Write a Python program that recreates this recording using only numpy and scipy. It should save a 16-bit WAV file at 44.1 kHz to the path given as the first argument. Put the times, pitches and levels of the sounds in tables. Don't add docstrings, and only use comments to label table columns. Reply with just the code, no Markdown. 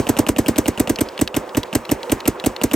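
import sys
import numpy as np
from scipy import signal
from scipy.fft import rfft, irfft
from scipy.io import wavfile

SR = 44100
rng = np.random.default_rng(int(sys.argv[2]) if len(sys.argv) > 2 else 0)


def transcribe(u):
    v = np.clip(np.atleast_2d(u).T, -1, 1)
    q = np.round(v * 32767).astype(np.int16)
    wavfile.write(sys.argv[1], SR, q)


N = 121275
T = np.arange(N) / SR
HZ = np.maximum(np.fft.rfftfreq(N, 1 / SR), 1)

# time in seconds, relative levels of the boom and of the gas in dB.
SHOTS = [(-.005, -1, -22), (0.0929, 0, -0.5), (0.1913, 0.5, 1), (.2898, -.3, -2), (0.3874, 0.1, 2),
         (0.4857, 0.3, -1), (0.5841, -0.3, 1), (0.6821, -2, -0.5), (.8001, -0.6, 0), (0.8982, -1.5, 0.5),
         (1.0112, -2, 0), (1.216, -1.2, 0.5), (1.3673, -2.5, -1.5), (1.5725, -1, -1), (1.7531, -0.7, -1),
         (1.917, -1, -1.5), (2.1209, -0.9, 1), (2.2793, -0.4, 0.5), (2.4642, -0.8, 0.5),
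         (2.6387, -1.3, 1.5), (2.7374, -1.7, 0.5)]
SHOT_TIMES, BOOM_DB, GAS_DB = np.array(SHOTS).T
EVEN_DB = np.zeros(len(SHOTS))


def undb(db):
    return 10 ** (np.asarray(db) / 20)


def unit(x):
    return x / np.sqrt(np.mean(x ** 2))


def curve(points):
    hz, value = np.array(points, float).T
    return np.interp(np.log(HZ), np.log(np.maximum(hz, 1)), value)


def noise(colour, width=0.23):
    mid, side = irfft(rfft(rng.standard_normal((2, N))) * undb(curve(colour)), N)
    return unit(np.array([mid + width * side, mid - width * side]))


def envelope(t, rise, hold, t60):
    return np.clip(t / rise, 0, 1) * np.exp(-np.log(1000) * np.maximum(t - rise - hold, 0) / t60)


def play(times, dbs, shape):
    out = np.zeros(N)
    for start, db in zip(times, dbs):
        span = slice(*np.searchsorted(T, [start, start + .5]))
        out[span] += undb(db) * shape(T[span] - start)
    return out


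def tone(hz, rise, hold, t60, phase=0):
    return lambda t: np.sin(2 * np.pi * hz * t + phase) * envelope(t, rise, hold, t60)


def rings(table, shot_db):
    return sum(play(SHOT_TIMES + delay, shot_db + db, tone(hz, rise, hold, t60))
               for delay, hz, db, rise, hold, t60 in table)


def bursts(table, colour, shot_db, scatter_s=0.0001, scatter_db=2):
    flow = 0
    for delay, db, rise, hold, t60 in table:
        late, loud = rng.standard_normal((len(SHOTS), 2)).T
        times = SHOT_TIMES + delay + scatter_s * late
        dbs = shot_db + db + scatter_db * loud
        flow = flow + play(times, dbs, lambda t: envelope(t, rise, hold, t60))
    return flow * noise(colour)


def hills(bands=7, flicker_db=2.2, flicker_hz=22):
    # frequency in Hz, relative level in dB.
    colour = [(25, -38), (60, -24), (150, -19), (250, -12.5), (330, -6.5), (370, 1), (430, -7), (500, 3),
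              (560, -2), (720, -7.5), (930, -4.5), (1500, -14.5), (2600, -21.5), (4000, -30.5),
              (8000, -32.5), (16000, -40)]
    # time in seconds, level in dB.
    swell = [(0, -30.5), (.2, -29.5), (.33, -37), (.45, -32.5), (1.15, -32), (1.24, -38.5), (1.32, -36.5),
             (1.39, -31.5), (1.47, -33.5), (1.8, -33.5), (2.04, -30.5), (2.2, -32.5), (2.75, -32.5)]
    wash, out = rfft(noise(colour)), 0
    octave = np.clip(np.log2(HZ / 125), 0, bands - 1)
    for k in range(bands):
        band = irfft(wash * np.maximum(1 - abs(octave - k), 0), N)
        flicker = unit(irfft(rfft(rng.standard_normal(N)) * np.exp(-(HZ / flicker_hz) ** 2), N))
        out = out + band * undb(flicker_db * flicker)
    return unit(out) * undb(np.interp(T, *np.array(swell).T))


def trees(gain_db=-21, split_hz=830, bass_t60=0.19, treble_t60=0.11):
    # frequency in Hz, relative level in dB.
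    colour = [(60, 5.5), (150, 0.5), (280, 10.5), (500, -8), (1000, -7), (2000, -10), (4000, -17),
              (7000, -13.5), (12000, -17.5), (16000, -29)]
    scatter, out = rfft(noise(colour, width=0.21)), 0
    bass = 1 / (1 + (HZ / split_hz) ** 4)
    for share, t60 in ((bass, bass_t60), (1 - bass, treble_t60)):
        tails = play(SHOT_TIMES, BOOM_DB, lambda t: envelope(t, rise=0.0048, hold=0, t60=t60))
        out = out + irfft(scatter * share, N) * tails
    return undb(gain_db) * out


def trigger(gain_db=-4, edge_db=-5, bounce_s=0.00302, bounce_db=-6):
    # start in seconds, relative level in dB, pitch as a ratio.
    clicks = [(0.9589, -17, 1.23), (1.0875, -24, 1.22), (1.1776, -20.5, 0.83), (1.2761, -13, 0.93),
              (1.4922, -29, 1.2), (1.6319, -16, 0.99), (1.852, -22, 1.01), (2.031, -18, 1),
              (2.204, -19, 1.07), (2.399, -19.5, 0.98), (2.564, -19, 1.05)]
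    # frequency in Hz at pitch 1, relative level in dB, t60 in seconds.
    modes = [(2026, -2, 0.0069), (2749, -2, 0.0081), (3450, -1, .008), (4000, -0.5, 0.0086),
             (5250, -8, 0.0053)]
    # frequency in Hz, relative level in dB.
    colour = [(500, -10), (2000, -1), (4500, 4), (8000, -10.5), (12000, -7), (16000, -20)]
    ring, edge = 0, 0
    for start, db, pitch in clicks:
        times, dbs = [start, start + bounce_s], np.array([db, db + bounce_db])
        edge = edge + play(times, dbs + edge_db, lambda t: envelope(t, rise=0.0001, hold=0, t60=0.012))
        for hz, mode_db, t60 in modes:
            mode = tone(hz * pitch, rise=0.0002, hold=0, t60=t60, phase=rng.uniform(0, 2 * np.pi))
            ring = ring + play(times, dbs + mode_db, mode)
    return undb(gain_db) * (ring + edge * noise(colour))


def solenoid():
    # delay in seconds, frequency in Hz, level in dB, then rise, hold and t60 in seconds.
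    tick_tones = [(-.0245, 2784, -17, 0.00054, 0.00085, 0.0038),
                  (-.0245, 3650, -26, 0.00017, 0.00032, 0.0055), (-.0243, 516, -26, .001, 0.004, 0.015),
                  (-.0215, 212, -23.5, 0.00058, 0.0029, 0.051)]
    return rings(tick_tones, EVEN_DB)


def bolt():
    # delay in seconds, level in dB, then rise, hold and t60 in seconds.
    puffs = [(-.0245, -22.5, 0.00054, 0.00038, 0.022), (-.0185, -26, 0.00033, 0.0015, 0.033)]
    # frequency in Hz, relative level in dB.
    colour = [(200, 5), (600, 13), (1500, 1), (3000, 5), (4500, -6.5), (7500, -7.5), (12000, -8),
              (16000, -22)]
    return bursts(puffs, colour, EVEN_DB)


def valve(crack_db=-1, body_delay_s=-0.0026, body_rise_s=0.002):
    # delay in seconds, relative level in dB, then rise, hold and t60 in seconds.
    puffs = [(-.0047, -27, .0004, .002, .006), (-.0029, -14.5, .0003, .0003, .006),
             (.0002, -10.5, .0003, .0008, .0055), (.002, -26, .001, .001, .03)]
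    # frequency in Hz, relative level in dB.
    colour = [(200, -2), (900, 1.5), (1400, -9), (2100, -1), (4200, -9), (7500, -2.5), (8500, 3.5),
              (9500, -5), (10600, -6.5), (11700, 2), (13500, -6.5), (15400, -8), (16600, -39)]
    # frequency in Hz, relative level in dB, t60 in seconds.
    body_modes = [(1000, -24.5, 0.047), (1597, -32.5, 0.081), (1908, -30.5, 0.035), (2126, -32, 0.054),
                  (2710, -50, .035), (5060, -37, 0.057), (6097, -31.5, 0.065), (7240, -48, .018),
                  (8600, -21, 0.015)]
    body_tones = [(body_delay_s, hz, db, body_rise_s, 0, t60) for hz, db, t60 in body_modes]
    return bursts(puffs, colour, GAS_DB + crack_db) + rings(body_tones, GAS_DB)


def barrel():
    # delay in seconds, frequency in Hz, relative level in dB,
    # then rise, hold and t60 in seconds.
    boom_tones = [(-.0031, 284, -8, 0.0062, 0.0076, 0.011), (-.0016, 595, -19, 0.00069, .007, 0.01),
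                  (-.0014, 769, -22, 0.0016, 0.0015, .016), (.001, 350, -23, 0.0018, 0.0027, 0.027),
                  (.011, 224.2, -28, 0.0045, 0.0043, 0.16)]
    pop_tones = [(0.0069, 110, -13, 0.0014, 0.0017, 0.036), (0.0067, 142, -23, 0.0012, .001, 0.027),
                 (0.00754, 400, -9, 0.00089, 0.00099, 0.024), (0.0062, 47, -27.5, .003, 0.0024, 0.059)]
    return rings(boom_tones + pop_tones, BOOM_DB)


def scene():
    marker = solenoid() + bolt() + valve() + barrel()
    return marker + trigger() + trees() + hills()


def record(dry, low_cut_hz=49, ceiling=0.83, top_hz=16600):
    # frequency in Hz, left minus right in dB.
    balance = [(60, -0.5), (110, -1.5), (200, -1.0), (380, -2), (700, -4), (1290, -1), (2380, 0),
               (4400, 2.5), (8120, 1.0), (15000, -1)]
    # frequency in Hz, lead of the left in radians.
    phase_low = [(20, 0), (70, -0.1), (140, -0.23), (280, -0.32), (550, -0.4), (1000, -0.66), (3300, 0.61),
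                 (6400, 0.74)]
    phase_high = [(8200, .3), (10250, -3.14), (12000, -6.28), (13850, -9.42), (15400, -12.5)]
    left = undb(curve(balance) / 2) * np.exp(1j * curve(phase_low + phase_high) / 2)
    heard = irfft(rfft(dry) * np.array([left, 1 / left]), N)
    heard = signal.sosfilt(signal.butter(4, low_cut_hz, "high", fs=SR, output="sos"), heard)
    heard = heard / (1 + (heard / ceiling) ** 8) ** (1 / 8)
    return signal.sosfilt(signal.ellip(8, .2, 80, top_hz, fs=SR, output="sos"), heard)


dry = scene()
out = record(dry)
transcribe(out)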